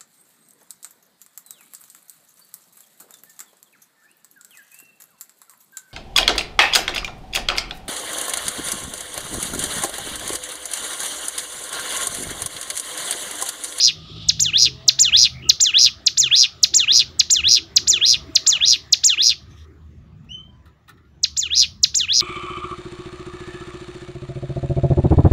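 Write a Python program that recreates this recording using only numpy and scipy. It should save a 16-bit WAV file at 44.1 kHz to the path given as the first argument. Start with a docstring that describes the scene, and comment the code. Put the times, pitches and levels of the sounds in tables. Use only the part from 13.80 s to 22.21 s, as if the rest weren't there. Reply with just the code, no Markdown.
"""A yard beside a street, a phone's microphone close to a small caged bird that repeats one phrase: a falling chip,
a slur up and down, a rising whistle that breaks into a buzz. The notes are gliding partials; delays and a noise
tail make the echoes of cage and walls, and the loudest notes clip. Behind: knocks of the perch and shaken feathers
(noise through resonances and spectra), a far bird (wavering tones), traffic rumble and a passing hiss (shaped
noise), and wavering hums (sines)."""
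import sys
import numpy as np
from scipy import signal
from scipy.fft import rfft, irfft, next_fast_len
from scipy.io import wavfile
from scipy.ndimage import uniform_filter1d, map_coordinates

SR = 44100
rng = np.random.default_rng(int(sys.argv[2]) if len(sys.argv) > 2 else 0)


def put_to_file(sound):
    """Save the sound as 16-bit audio at rate SR, in the file named by the first command-line argument."""
    columns = np.atleast_2d(sound).T  # one column per channel
    safe = np.clip(columns, -1, 1)
    whole_steps = np.round(safe * 32767)
    wavfile.write(sys.argv[1], SR, whole_steps.astype(np.int16))


N = 370881  # samples


def amp(db):
    """Level in dB to linear gain."""
    return 10 ** (np.asarray(db) / 20)


def unit(x):
    """x scaled to rms 1."""
    return x / np.sqrt(np.mean(x ** 2) + 1e-20)


def along(points, hz):
    """Reads (f/Hz, value) points on a log frequency axis."""
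    f, v = np.transpose(points)
    return np.interp(np.log(hz + 1), np.log(f + 1), v)


def curves(rows, t):
    """Each column after the time, read at times t."""
    s, *cols = np.transpose(rows)
    return [np.interp(t, s, c) for c in cols]


def wobble(rate, size=N):
    """A smooth random curve, rate knots a second."""
    knots = rng.standard_normal(size=500)
    return map_coordinates(knots, [np.arange(size) * rate / SR], mode="wrap")


def filtered(x, response):
    """x times a complex response of frequency."""
    m = next_fast_len(N + SR // 2)
    return irfft(rfft(x, m) * response(np.fft.rfftfreq(m, 1 / SR)), m)[..., :N]


def rush(spectrum, patchy_db):
    """Noise of rms 1 in a given spectrum, with patches of random gain in time and frequency."""
    z = signal.stft(rng.standard_normal(N + 512), nperseg=512)[2]
    field = uniform_filter1d(rng.standard_normal(z.shape), 4, 0)  # across frequency
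    field = uniform_filter1d(field, 14, 1)  # across time
    noise = signal.istft(z * amp(patchy_db * unit(field)), nperseg=512)[1][:N]
    return unit(filtered(noise, lambda hz: amp(along(spectrum, hz))))


def add(out, s, x):
    """Mixes x into out from time s on."""
    i = round(s * SR)
    part = x[max(-i, 0):len(out) - i]
    out[max(i, 0):][:len(part)] += part


# The four notes, close to the microphone; phrase and note gains are added to the levels. Columns:
# t/s from the note's moment, strong partial f/Hz, its level/dB, weak partials' level/dB relative to it
CHIP = [(-.006, 8011, -48.5, -39.5), (-.003, 7657, -21.5, -38), (0, 6537, -8, -37), (.004, 5246, -4, -39),
        (.008, 4150, -2.5, -35), (.018, 2097, -26.5, -44), (.025, 1287, -47, -50), (.03, 1118, -78, -40)]  # t from the chip
SLUR = [(-.024, 2004, -85.5, -15), (-.019, 2504, -43, -3.5), (-.014, 3685, -15.5, -12),
        (-.009, 5215, -11.5, -20), (-.003, 7377, -8.5, -32.5), (.003, 7528, -9, -34.5),
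        (.015, 6590, -8.5, -33.5), (.035, 4404, -19, -13.5), (.048, 3650, -13, -15.5),
        (.065, 3063, -15.5, -32), (.08, 2800, -21, -13.5), (.091, 2503, -24, -12.5),
        (.098, 1963, -36.5, -12.5), (.106, 1415, -65.5, -21.5)]  # t from the slur's top
RISE = [(-.08, 1312, -54, -12.5), (-.0715, 1999, -31.5, -18), (-.0655, 2494, -24, -17.5),
        (-.0575, 2944, -14, -27.5), (-.0495, 3250, -11, -27.5), (-.0375, 3485, -12, -21),
        (-.0265, 3925, -9, -22), (-.0185, 4674, -16, -16), (-.0125, 5470, -13, -13.5)]  # t from the buzz beat
BUZZ = [(-.0095, 5050, -10, -24), (.0075, 5320, -5.5, -27.5), (.03, 5433, -3.5, -29.5),
        (.045, 5050, -5, -28.5), (.062, 3900, -6, -26.5), (.078, 3000, -15.5, -25.5),
        (.0885, 2250, -30.5, -17), (.0985, 2000, -69, -36)]  # t from the buzz beat at the usual warble rate; f is the warble's centre
# Weak partials: multiple of the strong one's f, level/dB added to the weak level of the note
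WEAK_PARTIALS = [(.5, -5.5), (1.5, -4), (2, -9.5), (2.5, -43.5), (3, -42)]
# Extra level/dB of the weak partials above the strong one: chip, slur, rise, buzz
UPPER_DB = [-4.8, 5, -7.5, 12]
# The throat passes the upper partials: f/Hz, gain/dB
THROAT = [(2500, -7.5), (3500, 1), (4400, 0), (5500, -6.5), (6700, 2.6), (7600, -17.5), (12000, -19.5)]
USUAL_WARBLES = 121.5  # per s
WARBLE_SHARE, WARBLE_GATE_DB = 0.22, 16.5  # scale of the pitch swing over pitch, level dip of each beat
WARBLE_JITTER = .2  # radians


def phrase(top, beat, rate, *notes_db):
    """Four notes, each hung on its own moment; in the buzz the pitch saws down loud and climbs back faint."""
    t = np.arange(SR // 2) / SR - .01  # s from the chip
    buzz = [(s * USUAL_WARBLES / rate, *rest) for s, *rest in BUZZ]  # a slower warble draws the buzz out
    rows = []
    for shape, at, gain, up in zip([CHIP, SLUR, RISE, buzz], [0, top, beat, beat], notes_db, UPPER_DB):
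        rows += [(at + s, f, db + gain, under, under + up) for s, f, db, under in shape]
    hz, db, under_db, upper_db = curves(rows, t)

    buzzing = np.interp(t - beat, [RISE[-1][0], BUZZ[0][0]], [0, 1])
    beat_phase = 2 * np.pi * rate * (t - beat) + 1.3 + WARBLE_JITTER * wobble(70, size=len(t))
    saw = np.cos(beat_phase) - 0.34 * np.sin(2 * beat_phase)
    dip_db = WARBLE_GATE_DB * (np.sin(beat_phase - .1) - 1) / 2
    gate_db = buzzing * (dip_db + 0.93 * wobble(400, size=len(t)))

    bend = 1 + .006 * wobble(300, size=len(t)) + buzzing * WARBLE_SHARE * saw
    phase = 2 * np.pi * np.cumsum(hz * bend) / SR
    voice = np.sin(phase)
    for k, level in WEAK_PARTIALS:
        weak_db = upper_db + along(THROAT, k * hz) if k > 1 else under_db
        voice = voice + amp(weak_db + level) * np.sin(k * phase) * (k * hz < SR / 2.5)
    return amp(db + gate_db + 1.1 * wobble(120, size=len(t))) * voice


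# The yard's reverberation: f/Hz, t60/s before the scale given by each use
YARD = [(1000, 0.14), (3000, .35), (5000, 0.37), (6200, 0.36), (7500, 0.27), (10000, 0.052)]


def tail(x, t60_scale):
    """Decaying noise as the yard's answer: each frequency dies at its own speed."""
    hz, t, z = signal.stft(rng.standard_normal(SR // 2), SR, nperseg=128)
    z = z * amp(-60 * t / (t60_scale * along(YARD, hz)[:, None]))
    answer = signal.istft(z, SR, nperseg=128)[1]
    late = np.pad(x, (170, 0))  # starts 170 samples late
    return signal.fftconvolve(late, answer / np.linalg.norm(answer))


# The phrases: chip t/s, slur top t/s after it, buzz beat t/s after it, warble rate/per s,
# gains of chip, slur, rise and buzz/dB, thump drive level/dB
SONG = [(-0.285, .12, .3091, 123.0, 0.0, 0.0, 0.0, -0.7, -60),
        (0.4887, .1222, .3097, 122.0, -1.7, -2.9, -0.7, -0.1, -56),
        (1.0822, .1228, .3073, 120.5, 0.8, 1.2, 2.2, 0.9, -44),
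        (1.6932, .1242, .3111, 122.0, -0.6, 0.3, 2.2, 0.8, -41),
        (2.2661, .1222, .312, 125.5, -0.4, 0.1, 1.8, 0.6, -49),
        (2.8331, .121, .3098, 120.5, -0.1, 1.1, 0.9, 0.2, -50),
        (3.3963, .12, .3074, 119.0, 0.0, 0.0, 0.0, 0.0, -51),
        (3.9643, .1239, .3131, 122.0, -0.2, 0.0, -0.5, -0.2, -49),
        (4.5556, .1247, .3189, 120.0, -0.6, -0.2, -0.4, -0.8, -49),
        (5.127, .1253, .3159, 117.0, -0.7, 1.2, -0.8, -0.9, -54),
        (7.4354, .1471, .3345, 124.5, -4.1, -6.5, -5.8, -1.6, -60),
        (8.034, .1262, .3166, 122.5, -1.0, -2.9, -3.0, -1.6, -54)]
# Near echoes off cage, perch and table: delay/ms, signed share of the direct sound
ECHOES = [(0.391, 0.043), (0.739, 0.056), (0.944, -0.31), (1.204, 0.26), (1.421, 0.25), (2.414, 0.19),
          (2.824, 0.17), (3.152, 0.31), (3.512, -0.21), (4.85, 0.16)]
# Treble noise on the high notes: f/Hz, relative density/dB per Hz
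SPLASH = [(6500, -34), (7800, -6), (10000, -2.5), (11500, -2.5), (13000, -6.5), (15000, -3.5),
          (16000, -14.5)]
# The low thump under each chip: f/Hz, relative density/dB per Hz
THUMP_TONE = [(200, -30), (380, -6), (550, -4), (750, 0), (1000, -6), (1500, -12), (2500, -40)]
THUMP_S = .022


def singer():
    """All phrases with fixed near echoes, the yard's tail, treble noise on high notes, a thump under each chip."""
    direct, wet, thump = np.zeros((3, N))
    for chip, *row, thump_db in SONG:
        add(thump, chip - THUMP_S / 2, amp(thump_db) * np.hanning(round(THUMP_S * SR)))
        notes = phrase(*row)
        answer = amp(-17.5) * tail(notes, t60_scale=0.57) + amp(-28) * tail(notes, t60_scale=0.98)
        add(direct, chip - .01, notes)
        add(wet, chip - .01, answer)

    def near(hz):
        """Direct sound plus its delayed copies."""
        return 1 + sum(share * np.exp(-2j * np.pi * hz * ms / 1000) for ms, share in ECHOES)

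    song = filtered(direct, near) + wet
    high = filtered(song, lambda hz: 1 / (1 + (4800 / (hz + 1)) ** 8))
    loudness = np.sqrt(np.abs(uniform_filter1d(high ** 2, size=350)))
    splash_level = amp(-30.5) * loudness ** 0.87 * amp(2.5 * wobble(13))
    splash = splash_level * rush(SPLASH, patchy_db=5)
    return song + splash + thump * rush(THUMP_TONE, patchy_db=2.5)


# Feet on the perch: t/s, drive level/dB before the wood's response, rustle level over it/dB
KNOCKS = [(6.4424, -43, -24), (6.8551, -34, -22), (6.8749, -37, -25.5), (7.078, -26, -27),
          (7.0903, -25.5, -16.5), (7.1325, -48.5, -23), (7.1721, -38, -30.5), (7.2481, -46, -36)]
# Resonances of the perch: f/Hz, width/Hz, gain/dB
PERCH = [(796, 39, -6.5), (1304, 83, 3), (1460, 46, -2.5), (1790, 100, -3.5), (2060, 160, -11.5),
         (2400, 120, -12), (3880, 490, -10.5)]
KNOCK_T60_S = 0.12  # of the scrape; the rustle dies twice as fast


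def knocks():
    """Feet scrape the perch: noise bursts ring its resonances, with a dry rustle."""
    scrape, rustle, t = np.zeros(N), np.zeros(N), np.arange(SR // 8) / SR
    for s, db, rustle_db in KNOCKS:
        fade = amp(-60 * t / KNOCK_T60_S)
        shape = amp(db) * fade * (1 - np.exp(-t / .002))
        add(scrape, s, shape * rng.standard_normal(len(t)))
        add(rustle, s, amp(rustle_db) * fade * shape * rng.standard_normal(len(t)))

    def wood(f):
        """Resonances in parallel, with alternating sign."""
        return sum((-1) ** k * amp(db) * 1j * f * width / (centre ** 2 - f * f + 1j * f * width)
                   for k, (centre, width, db) in enumerate(PERCH))

    return filtered(scrape, wood) + filtered(rustle, lambda f: f / (f + 1500))


# Feathers shaken once: start t/s, end t/s, mean level/dB
RUFFLE = (5.69, 5.86, -59)
# Their spectrum: f/Hz, relative density/dB per Hz
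RUFFLE_TONE = [(900, -27.5), (1500, -19), (2000, 4), (2800, -2), (3700, 8), (4500, -9), (5750, 4),
               (7500, -14), (10000, -16), (15500, -27)]


def feathers():
    """One shake of the feathers: a short burst of patchy noise with an unsteady level."""
    start, end, db = RUFFLE
    shake = np.interp(np.arange(N) / SR, [start, start + 0.015, end - .03, end], [0, 1, 1, 0])
    return amp(db + 3 * wobble(49)) * shake * rush(RUFFLE_TONE, patchy_db=4.5)


# Far whistle: t/s, f/Hz, level/dB about which it pulses
FAR_WHISTLE = [(6.488, 2500, -50), (6.497, 2850, -39), (6.512, 2980, -37), (6.535, 3110, -32),
               (6.565, 3070, -38), (6.6, 3095, -38), (6.652, 3100, -52), (6.76, 3110, -70)]
# Its overtones: multiple of f, level under the whistle at its start/dB, fading/dB per s
FAR_OVERTONES = [(2, -14, 150), (3, -36, 150)]
# Rough far call, a low note then a higher one: t/s, f/Hz, level/dB about which it flutters
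CHATTER = [(1.53, 2250, -56), (1.56, 2230, -44), (1.618, 2220, -46), (1.626, 2830, -40), (1.666, 2800, -36),
           (1.695, 2830, -35)]
FAR_PULSES, FAR_PULSE_DB, FAR_PULSE_S = 33, 4, 6.548  # per s, swing either way, moment of one crest
FAR_WAVER = .009  # pitch share


def far_birds():
    """A pulsing whistle whose overtones fade first, smeared by the yard, and a fluttering rough call."""
    out = np.zeros(N)
    t = np.arange(SR // 3) / SR + FAR_WHISTLE[0][0]
    hz, db = curves(FAR_WHISTLE, t)
    phase = 2 * np.pi * np.cumsum(hz * (1 + FAR_WAVER * wobble(110, size=len(t)))) / SR
    tone = np.sin(phase)
    for k, under, fade in FAR_OVERTONES:
        tone = tone + amp(under - fade * (t - t[0])) * np.sin(k * phase)
    pulse_db = FAR_PULSE_DB * np.cos(2 * np.pi * FAR_PULSES * (t - FAR_PULSE_S))
    onset = 1 - np.exp((t[0] - t) / 0.0034)
    whistle = amp(db + pulse_db) * (t < FAR_WHISTLE[-1][0]) * tone * onset
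    add(out, t[0], whistle)
    add(out, t[0], amp(-7) * tail(whistle, t60_scale=0.44))

    t = np.arange(SR // 6) / SR + CHATTER[0][0]
    hz, db = curves(CHATTER, t)
    # fast random pitch makes the call rough
    phase = 2 * np.pi * np.cumsum(hz * (1 + 0.058 * wobble(698, size=len(t)))) / SR
    flutter_db = 3.9 * np.cos(2 * np.pi * 70 * t)
    add(out, t[0], amp(db + flutter_db) * np.sin(phase) * np.hanning(len(t)) ** 0.073)
    return out


# Street traffic: t/s, mean level/dB of rumble, of drone, of wash
TRAFFIC = [(0, -49, -55.5, -57.5), (.4, -40, -52, -56.5), (.8, -46, -54, -57), (1.25, -48.5, -58, -54),
           (1.6, -41.5, -55, -54.5), (1.8, -50, -51, -55.5), (2.65, -49.5, -57, -56.5),
           (3.0, -50.5, -50, -52), (3.8, -47.5, -51.5, -56.5), (4.1, -44.5, -47, -53), (4.7, -48, -51, -49),
           (5.2, -47.5, -59, -57), (5.8, -50.5, -56.5, -60), (6.3, -43, -59.5, -65),
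           (6.85, -47, -61, -65.5), (7.05, -54, -67.5, -66), (8.2, -47, -56, -63), (8.41, -45.5, -56, -65)]
# Spectra of the three: f/Hz, relative density/dB per Hz
RUMBLE = [(12, -64.5), (20, -39.5), (38, -20), (52, -10), (70, 1), (103, -5), (156, -5.5), (184, -12.5),
          (230, -11.5), (300, -39.5), (510, -120)]
DRONE = [(120, -31), (200, -11.5), (258, -4), (323, 1), (398, -2), (472, -14), (520, -14), (680, -45.5),
         (1140, -120)]
WASH = [(420, -32.5), (520, -9), (650, -5.5), (800, -9), (1000, -10), (1250, -1), (1400, -9.5),
        (1900, -8.5), (2500, -14), (3800, -27), (5500, -24), (7400, -24.5), (8000, -39), (15500, -35.5)]
# Passing hiss: t/s, mean level/dB
HISS = [(0, -49.5), (.15, -46.5), (.45, -40.5), (1.6, -63.5), (3, -56), (5.6, -63), (5.9, -77.5),
        (8.41, -83)]
# Its spectrum: f/Hz, relative density/dB per Hz
HISS_TONE = [(1350, -61), (2300, -25.5), (2700, -10.5), (3590, -0.5), (4520, -10), (5540, -15),
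             (6360, -30.5), (7530, -31), (8200, -42.5), (9400, -36), (10800, -59.5), (16600, -120)]


def traffic():
    """Rumble, drone and wash of traffic and a passing hiss: noises in set spectra under moving levels."""
    t = np.arange(N) / SR
    rumble_db, drone_db, wash_db = curves(TRAFFIC, t)
    out = amp(rumble_db + 3.1 * wobble(6.3)) * rush(RUMBLE, patchy_db=0.5)
    out += amp(drone_db + 0.75 * wobble(6.6)) * rush(DRONE, patchy_db=5.5)
    out += amp(wash_db) * rush(WASH, patchy_db=4.0)
    hiss_db = curves(HISS, t)[0] + 1.2 * wobble(40)
    return out + amp(hiss_db) * rush(HISS_TONE, patchy_db=1.2)


# Background hums: start t/s, end t/s, first f/Hz, last f/Hz, level/dB about which they swell
HUMS = [(.05, .8, 160, 158, -40), (0.098, .45, 1240, 1230, -64), (0.159, .5, 350, 345, -69),
        (0.291, .85, 105, 104, -40), (0.723, 1.1, 430, 420, -50), (0.795, 1.2, 128, 130, -42),
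        (0.932, 1.3, 645, 670, -58.5), (0.992, 1.25, 1050, 1090, -56.5), (1.2, 1.432, 354.4, 342, -53.5),
        (1.4, 1.75, 128, 127, -39.5), (1.654, 1.688, 1310, 1300, -40), (2.288, 2.6, 125, 128, -44.5),
        (2.902, 4.1, 77, 77, -48.5), (3.301, 3.9, 370, 320, -50), (3.87, 4.4, 395, 335, -48.5),
        (4.052, 5.103, 650, 645, -56.5), (4.703, 4.95, 920, 870, -55.5), (5.504, 6.5, 77, 77, -45.5),
        (6.676, 6.93, 1000, 1005, -64), (7.167, 7.24, 1830, 1740, -68), (7.23, 7.3, 1410, 1400, -63),
        (7.386, 8.41, 76, 75, -45)]
HUM_WAVER, HUM_SWELL_DB = .01, 3.5  # scales of the random pitch share and level


def hums():
    """Gliding sines whose pitch wavers and whose level swells at random."""
    out = np.zeros(N)
    for start, end, first_hz, last_hz, db in HUMS:
        n = round((end - start) * SR)
        hz = np.linspace(first_hz, last_hz, n) * (1 + HUM_WAVER * wobble(21, size=n))
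        level = amp(db + HUM_SWELL_DB * wobble(12, size=n)) * np.hanning(n) ** 0.23
        add(out, start, level * np.sin(2 * np.pi * np.cumsum(hz) / SR))
    return out


def scene():
    """Near bird and cage, then the far birds and the street, on one channel."""
    return (singer() + knocks() + feathers() + far_birds() + traffic() + hums())[None]


# Overtones and low tones of the squared sound: f/Hz, gain/dB
SQUARED_TONE = [(100, -50), (500, -36), (1500, -44.5), (5000, -38.5), (8000, -29), (11000, -23.5),
                (15000, -19)]
TOP_HZ = 15700  # band limit


def record(dry):
    """The squared sound adds sum and difference tones, the input clips, the band limit cuts the top."""
    x = dry + filtered(dry ** 2, lambda hz: amp(along(SQUARED_TONE, hz)))
    x = x / (1 + np.abs(x / .99) ** 12) ** (1 / 12)  # clips with a slightly rounded knee
    return filtered(x, lambda hz: hz < TOP_HZ)


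dry = scene()
out = record(dry)
put_to_file(out)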